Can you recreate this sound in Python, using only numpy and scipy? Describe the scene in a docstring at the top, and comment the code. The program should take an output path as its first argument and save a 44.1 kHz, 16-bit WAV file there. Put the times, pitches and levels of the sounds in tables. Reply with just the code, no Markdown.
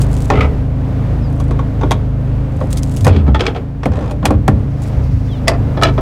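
"""A pickup's engine idles with a low throb, and a man starts clunking about at its tailgate.
He folds a seat panel, latches it and lifts the gate: plastic and steel parts click, rattle and ring,
the hollow gate booms and the panel wobbles. Clothes rustle, a hand slides and a far bird whistles.
The hardest blows overload the close microphone, and its gain control turns the idle down after them."""
import sys
import numpy as np
from scipy import signal
from scipy.fft import rfft, irfft
from scipy.io import wavfile
from scipy.ndimage import map_coordinates

SR = 44100
rng = np.random.default_rng(int(sys.argv[2]) if len(sys.argv) > 2 else 0)


def log_audio(samples):
    """Write samples as a 16-bit WAV file to the path given in sys.argv[1]."""
    # one column per channel
    frames = np.atleast_2d(samples).T
    # limit to full scale, then quantise
    limited = np.clip(frames, -1, 1)
    pcm = np.round(limited * 32767).astype(np.int16)
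    wavfile.write(sys.argv[1], SR, pcm)


N = 265036
TIME = np.arange(N) / SR

# the bird's falling whistles: (time [s], length [s], start pitch [Hz], end pitch [Hz], level [dB])
WHISTLES = [(1.195, 0.12, 5630, 4170, -46), (5.27, 0.11, 3770, 2690, -36), (5.285, 0.14, 4250, 2960, -42.5),
            (5.36, .04, 4400, 3650, -45)]
# the idle's firing rate, and how loud it is heard as the gain control dips and recovers:
# (time [s], firing rate [per s], relative level [dB])
IDLE = [(0, 26, 2.5), (.7, 25.7, 1.5), (1.501, 27, 3.5), (2.3, 25.4, 2), (2.999, 27, 2.5),
        (3.65, 26.8, -2.5), (4.401, 27.7, 0.5), (5.201, 25.7, 2), (6, 26.2, 4)]
# tones of the exhaust hum: (multiple of the firing rate [number], relative level [dB])
EXHAUST_TONES = [(1, -14), (2, -1.5), (3, -4.5), (4, -1.5), (5, -1), (6, -9), (7, -15.5), (8, -17.5),
                 (9, -20.5), (10, -11), (11, -15), (12, -36)]
# rushing noise of the engine and open air: (frequency [Hz], relative level [dB])
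RUSH_COLOUR = [(20, -42), (45, -1.5), (90, 0), (170, -3), (215, -4.5), (285, -5), (345, -12.5),
               (520, -10.5), (1000, -22), (2400, -34), (4500, -44), (7000, -50.5), (11000, -56),
               (16000, -59)]

# a hand sliding along the gate's plastic liner: (time [s], level [dB])
HAND_LEVELS = [(4.5, -76), (4.7, -54.5), (4.85, -47), (5.0, -49), (5.15, -47), (5.35, -48.5), (5.6, -62),
               (6, -47)]
# the hiss of that hand: (frequency [Hz], relative level [dB])
HAND_COLOUR = [(800, -48), (2000, 10.5), (3500, -1.5), (4600, 3), (5500, 2.5), (7200, -4.5), (9000, -9),
               (16000, -14)]
# strokes of cloth as the man moves: (time [s], length [s], level at the end [dB])
CLOTH_RUBS = [(0, 0.03, -35), (0.087, .21, -46), (1.284, 0.19, -56), (2.501, .17, -54.5),
              (2.705, 0.023, -35), (2.758, 0.017, -39), (2.822, .22, -42), (4.801, .08, -48.5)]
# cloth snagging and letting go: (time [s], level [dB])
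CLOTH_SCRATCHES = [(0.017, -27), (0.205, -30), (2.729, -15), (2.774, -19), (2.833, -19), (2.970, -21),
                   (3.009, -25)]
# the hiss of the cloth: (frequency [Hz], relative level [dB])
CLOTH_COLOUR = [(500, -18), (1800, -2.5), (3300, 3), (5500, 2), (7500, 5.5), (10000, 1), (12500, -8.5),
                (15000, -6), (17000, -26)]

# the laid-down panel settling: (time [s], length [s], start pitch [Hz], end pitch [Hz], level [dB])
PANEL_WOBBLE = (3, 0.39, 102.5, 59.5, -2)
# weight landing on the gate: (time [s], push strength [dB], centre pitch [Hz], swing-back strength [dB])
THUDS = [(0.315, -8, 400, -15), (.36, -2, 85, -9), (1.832, -9, 290, -27), (2.611, -17, 600, -22),
         (3.055, 2, 153, -4), (3.068, -7, 380, -13), (3.16, -0.5, 202, -7), (3.275, 1.5, 191, -7),
         (3.852, -5, 185, -4), (3.975, -13, 600, -16), (4.105, -13.5, 610, -29), (4.228, -5, 179, -8),
         (4.3, -0.5, 245, -1.5), (4.478, 2.5, 189, 0), (4.952, -4, 52, -11), (5.114, -4.5, 105, -17),
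         (5.57, -9, 171, -14)]
# modes (natural tones) of the gate and liner: (pitch [Hz], time to fade 60 dB [s], relative level [dB])
GATE_MODES = [(37.4, 0.86, 3.5), (58.3, 0.44, 5), (69.45, 0.84, 10.5), (84.4, 0.38, 10.5), (100.36, 0.7, 5),
              (120.2, 0.43, 5), (148.2, 0.35, 4), (205.8, 0.45, 0), (233, 0.62, -7), (267.2, 0.16, 4),
              (301.5, 0.2, 4.5), (377.4, 0.31, -1), (419.6, 0.92, -7), (462, 0.44, -6.5), (514.5, 0.35, -4),
              (590, 0.22, 5), (640.6, 0.15, -2)]

# modes of the small parts, each listed as (pitch [Hz], relative level [dB])
HINGE = [(457, 14.5), (512, 10.5), (733, -0.5), (872, 1), (1287, 19), (2020, 10.5), (2212, 11), (2500, 2.5),
         (2938, -3), (5145, -18), (5749, -21)]  # seat hinge
CATCH = [(597, 5), (924, 11.5), (1106, 12), (1420, 6), (2117, 1), (2384, 6), (3339, 14), (3650, 10.5),
         (5961, 6), (6567, -3)]  # seat catch
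STOPS = [(371, 14.5), (458, 11.5), (726, 2), (824, 0), (1294, 8.5), (1530, -10), (2275, 1), (2633, -2),
         (3150, -1), (3320, 4.5), (4190, -5), (4592, -11)]  # seat panel on its stops
LOCKS = [(520, 6), (650, -2.5), (783, 1), (980, -14.5), (1101, 0.5), (1395, 0.5), (1800, 2), (2468, 4.5),
         (3326, 1.5), (3584, -5), (4047, -6), (4924, -8)]  # panel locks
HANDLE = [(353, 7), (599, 5), (678, 10), (897, 0), (1213, 5), (1352, 1), (1832, 11), (1989, 10), (2539, 7),
          (3502, 5), (4105, 5), (4700, 10), (4980, 9), (5400, 7)]  # gate handle
HARDWARE = [(377, 6), (457, -5), (654, 10), (1299, 13.5), (1757, 11.5), (2314, 9), (2957, 7), (3365, 10.5),
            (4000, 11), (4873, 8), (5390, 2), (6721, -15)]  # steel gate fittings
STRIKER = [(870, 13.5), (1290, 19.5), (1800, 14.5), (2606, -3), (3391, 13)]  # steel piece that the latch grabs
# which part is being worked: (start time [s], modes [table])
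WORKED_PARTS = [(0, LOCKS), (.325, HINGE), (1, CATCH), (2.5, LOCKS), (3.12, STOPS), (3.33, STRIKER),
                (3.38, STOPS), (3.7, LOCKS), (5.4, HANDLE), (5.7, HARDWARE)]
# the three bands of a blow, a low knock, a middle clack and a high tick:
# (lower edge [Hz], upper edge [Hz], crack decay [s], tail decay [s])
BLOW_BANDS = [(346, 960, 0.0038, 0.023), (1100, 3140, 0.0022, 0.014), (3680, 12800, 0.0016, 0.01)]
# latch, hinge and panel blows: (time [s], knock [dB], clack [dB], tick [dB], slack before the blow [s])
BLOWS = [ (0.301, -1.5, -13, -17.5, 0), (.406, -26, -6, -21.5, 0), (1.400, -26.5, -40, -34, 0.00043),
         (1.509, -17, -36, -37, 0.00036), (1.591, -19, -37.5, -40, 0.00031), (1.832, -11, -32, -37, .021),
         (1.909, -10, -18.5, -18.5, 0.00026), (1.916, -9.5, -14.5, -16, 0.0039),
         (2.611, -18, -43, -48, 0.00047), (3.046, -18.5, -25, -13.5, 0.0018),
         (3.066, -3, -11.5, -12.5, .011), (3.078, -5.5, -12, -13.5, 0.00004),
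         (3.162, -24, -17.5, -26, 0.00086), (3.277, -10, -26.5, -45, .014), (3.345, -4, -4, -28, 0.001),
         (3.393, -13, -7, -21, 0.00015), (3.406, -9.5, -5, -11.5, 0.00052), (3.465, -14, -2.5, -9.5, .011),
         (3.559, -14, -16.5, -36, .012), (3.856, -5.5, -23.5, -23, .024), (4.110, -23, -30, -31, 0.0018),
         (4.254, -3.5, -3.5, -4, 0.000039), (4.306, -5.5, -39, -24, 0.0023), (4.479, 0, -12.5, -12.5, 0),
         (5.480, -4.5, -2, -3.5, .007), (5.770, -9, -38, -64, 0.003), (5.8233, -4.5, -18, -19, .01),
         (5.833, -9, -2, -6, 0.00012), (5.978, -4.5, -43, -62, 0)]
# the light touch as a part takes up its slack, at its loudest: (knock [dB], clack [dB], tick [dB])
LIGHT_TOUCH = (-18, -23.5, -28.5)
# loose parts chattering: (time [s], length [s], knock [dB], clack [dB], tick [dB], total fade [dB])
RATTLES = [(0.316, 0.14, -14.5, -18, -43, 1.5), (3.091, .11, -16.5, -17.5, -32, 15),
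           (3.418, 0.033, -13, -16, -42, 3), (3.477, .035, -9, -12, -35, 26),
           (3.916, .19, -24, -34.5, -38, 5), (4.229, .115, -14, -35, -45.5, 7),
           (5.495, 0.061, -9, -31, -35, 16.5), (5.846, 0.054, -4, -6, -22.5, 16.5)]


def amp(db):
    """Turns decibels into a number to multiply by."""
    return 10 ** (np.asarray(db) / 20)


def unit(x):
    """Scales a signal to an average size (rms) of 1."""
    return x / np.sqrt(np.mean(x ** 2) + 1e-20)


def add(mix, s, sound):
    """Mixes a sound in, starting at s seconds."""
    part = mix[max(round(s * SR), 0):][:len(sound)]
    part += sound[:len(part)]


def coloured_noise(colour):
    """Noise of rms 1 with the given balance of lows and highs."""
    hz, db = np.transpose(colour)
    gain = amp(np.interp(np.log(np.fft.rfftfreq(N, 1 / SR) + 1), np.log(hz), db))
    return unit(irfft(rfft(rng.standard_normal(N)) * gain, N))


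def wander(per_s):
    """A smooth random drift of size about 1, passing through per_s new values a second."""
    return map_coordinates(rng.standard_normal(2048), [TIME * per_s], order=2, mode="wrap")


def band(x, lo_hz, hi_hz):
    """Keeps the sound between two frequencies."""
    return signal.sosfilt(signal.butter(2, [lo_hz, hi_hz], "band", fs=SR, output="sos"), x)


def glide(length, start_hz, end_hz, fade_power=1):
    """A sliding tone that fades in and out; a smaller fade_power keeps it loud for longer."""
    hz = np.linspace(start_hz, end_hz, int(length * SR))
    return np.hanning(len(hz)) ** fade_power * np.sin(2 * np.pi * np.cumsum(hz) / SR)


def bird():
    """A far bird gives thin whistles that slide down."""
    out = np.zeros(N)
    for s, length, start_hz, end_hz, db in WHISTLES:
        add(out, s, amp(db) * glide(length, start_hz, end_hz))
    return out


def engine(hum_db=-15, rush_db=-24, smear=2.2, unevenness=0.25, jitter=0.066, throb=0.036, swell_db=1.34):
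    """Exhaust pulses, smeared by the pipe, hum over a rush that throbs with each firing."""
    times, firing_rate, level_db = np.transpose(IDLE)
    angle = 2 * np.pi * np.cumsum(np.interp(TIME, times, firing_rate)) / SR
    hum = np.zeros(N)
    for k, db in EXHAUST_TONES:
        # no two firings are alike: each tone wavers in size and timing
        size = amp(db) * (1 + unevenness * wander(7.6))
        hum += size * np.cos(k * angle - smear * k ** 2 + jitter * k * wander(15))
    rush = coloured_noise(RUSH_COLOUR) * (1 + throb * np.cos(angle)) * amp(swell_db * wander(7))
    return amp(np.interp(TIME, times, level_db)) * (amp(hum_db) * unit(hum) + amp(rush_db) * rush)


def sliding_hand(grain_db=2.0):
    """Skin hisses softly over the textured plastic."""
    level_db = np.interp(TIME, *np.transpose(HAND_LEVELS)) + grain_db * wander(70)
    return amp(level_db) * coloured_noise(HAND_COLOUR)


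def cloth(build_db=5, release_s=0.014, snags_per_s=40, snag_db=4, spread_db=8, grain_db=5.0):
    """Fibres catch and slip: grainy strokes build up and let go, with sharp scratches."""
    rub = np.zeros(N)
    for s, length, db in CLOTH_RUBS:
        build = amp(db + build_db * np.minimum((TIME - s) / length - 1, 0))
        release = np.exp(-np.maximum(TIME - s - length, 0) / release_s)
        rub += (TIME >= s) * build * release
    sizes = amp(snag_db + spread_db * np.minimum(rng.exponential(1, N), 2))
    snags = rub * sizes * (rng.random(N) < snags_per_s / SR)
    for s, db in CLOTH_SCRATCHES:
        add(snags, s, amp([db]))
    t = np.arange(SR // 8) / SR
    slip_shape = np.exp(-t / 0.00069) + amp(-14) * np.exp(-t / 0.007)  # a snap, then a faint tail
    slips = signal.oaconvolve(snags, slip_shape)[:N]
    grain = unit(amp(grain_db * wander(260)))
    return (rub * grain + slips) * coloured_noise(CLOTH_COLOUR)


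def seat_panel(unsteady_db=1.0):
    """The wide plastic sheet flexes: a low, unsteady boom that sinks in pitch."""
    s, length, start_hz, end_hz, db = PANEL_WOBBLE
    out = np.zeros(N)
    add(out, s, amp(db) * glide(length, start_hz, end_hz, fade_power=0.175))
    return out * amp(unsteady_db * wander(24.93))


def contacts(min_slack_s=0.004, chatter_gap_s=0.018, gap_scatter=0.12):
    """Parts touch, strike and chatter: lists (time [s], knock [dB], clack [dB], tick [dB])."""
    hits = []
    for s, *levels_db, slack_s in BLOWS:
        hits.append((s, *levels_db))
        if slack_s > min_slack_s:
            hits.append((s - slack_s, *np.minimum(LIGHT_TOUCH, levels_db)))
    for s, length, *levels_db, fade_db in RATTLES:
        for after in np.arange(0, length, chatter_gap_s):
            late = chatter_gap_s * gap_scatter * rng.standard_normal()
            faded_db = np.array(levels_db) - fade_db * after / length
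            hits.append((s + after + late, *faded_db))
    return hits


def gate_pushes(hits, swing_delay_s=0.03, lowest_hz=79.5, liner_db=-6.5, liner_hz=366):
    """Thuds, swings on the cables and knocks on the liner: lists (time [s], level [dB], pitch [Hz])."""
    thuds = [(s, db, hz) for s, db, hz, _ in THUDS]
    swings = [(s + swing_delay_s, db, max(hz / 2, lowest_hz)) for s, _, hz, db in THUDS]
    knocks = [(s, knock_db + liner_db, liner_hz) for s, knock_db, _, _ in hits]
    return thuds + swings + knocks


def hollow_gate(hits, reach_octaves=0.54, rise_s=0.0042, level_db=-1):
    """A push wakes the gate's modes near its own pitch; how hard it pushes only sets how loud they ring."""
    t, out = np.arange(SR // 2) / SR, np.zeros(N)
    hz, ring_s, db = np.transpose(GATE_MODES)
    sign = (-1) ** np.arange(len(hz))  # neighbouring modes swing opposite ways
    shapes = (1 - np.exp(-t / rise_s)) * np.exp(-np.log(1000) * t / ring_s[:, None])
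    modes = np.sin(2 * np.pi * np.outer(hz, t)) * shapes
    for s, push_db, push_hz in gate_pushes(hits):
        nearness = np.exp(-0.5 * (np.log2(hz / push_hz) / reach_octaves) ** 2)
        share = sign * amp(db) * nearness
        add(out, s, amp(push_db + level_db) * (share / np.linalg.norm(share)) @ modes)
    return out


def blow(t, levels_db, rise_s=0.0008, bright_hz=10500):
    """Two parts meet: a short crack and a buzzing tail of noise in each of three bands."""
    # loose parts can only buzz so much, so a louder blow has a smaller share of tail
    tail_db = -15 - 0.4 * max(levels_db)
    # soft contacts, with less tick than clack, start slower, last longer and sound duller
    _, clack_db, tick_db = levels_db
    softness = np.clip(clack_db - tick_db, 0, 15)
    top_hz = max(bright_hz * 2 ** (-0.13 * softness), 5000)
    attack = 1 - np.exp(-t / (rise_s * 2 ** (0.18 * softness)))
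    stretch = 2 ** (0.0072 * softness)
    out = np.zeros(len(t))
    for db, (lo_hz, hi_hz, crack_s, tail_s) in zip(levels_db, BLOW_BANDS):
        shape = attack * (np.exp(-t / (crack_s * stretch)) + amp(tail_db) * np.exp(-t / tail_s))
        burst = band(shape * rng.standard_normal(len(t)), lo_hz, min(hi_hz, top_hz))
        out += amp(db) * burst * np.linalg.norm(shape) / np.linalg.norm(burst)
    return out


def part_ring(t, part, ring_s_at_1khz=0.04, ring_db=-2.0, spot_spread_db=3):
    """A part is struck at a random spot, so its modes ring in a new balance each time."""
    hz, db = np.transpose(part)
    damping = np.log(1000) / ring_s_at_1khz * (hz / 1e3) ** 0.67  # high modes die sooner
    modes = np.cos(2 * np.pi * np.outer(hz, t)) * np.exp(-np.outer(damping, t))
    spot_db = spot_spread_db * rng.standard_normal(len(hz))
    return (amp(db + ring_db + spot_db) * 2 * damping / SR) @ modes


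def latches(hits, level_db=-1.0):
    """Latches, hinge and panel click and rattle: each blow rings the part being worked."""
    t, out = np.arange(SR // 4) / SR, np.zeros(N)
    for s, *levels_db in hits:
        part = [modes for start, modes in WORKED_PARTS if start <= s][-1]
        strike = blow(t, levels_db)
        ring = signal.fftconvolve(strike, part_ring(t, part))[:len(t)]
        add(out, s, strike + ring)
    return amp(level_db) * out


def scene():
    """Everything at one close microphone, with no room around it."""
    hits = contacts()
    background = bird() + engine()
    man = sliding_hand() + cloth()
    tailgate = seat_panel() + hollow_gate(hits) + latches(hits)
    return (background + man + tailgate)[None]


def record(dry, threshold_db=-18.0, duck_share=0.3, memory_s=0.98, fall_db_per_s=6, ceiling=0.86):
    """Gain control dips after loud sounds and slowly recovers; peaks overload; the top treble is cut."""
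    keep = np.exp(-1 / (memory_s * SR))
    power_db = 10 * np.log10(signal.lfilter([1 - keep], [1, -keep], dry[0] ** 2) + 1e-12)
    fall_db = TIME * fall_db_per_s
    held_db = np.maximum.accumulate(power_db + fall_db) - fall_db  # holds each peak, then sinks
    ducked = dry * amp(-duck_share * np.maximum(held_db - threshold_db, 0))
    clipped = ducked / (1 + (ducked / ceiling) ** 6) ** (1 / 6)
    treble_cut = signal.firwin(401, cutoff=16000, window=("kaiser", 7), fs=SR)
    return signal.oaconvolve(clipped, treble_cut[None], "same")


dry = scene()
out = record(dry)
log_audio(out)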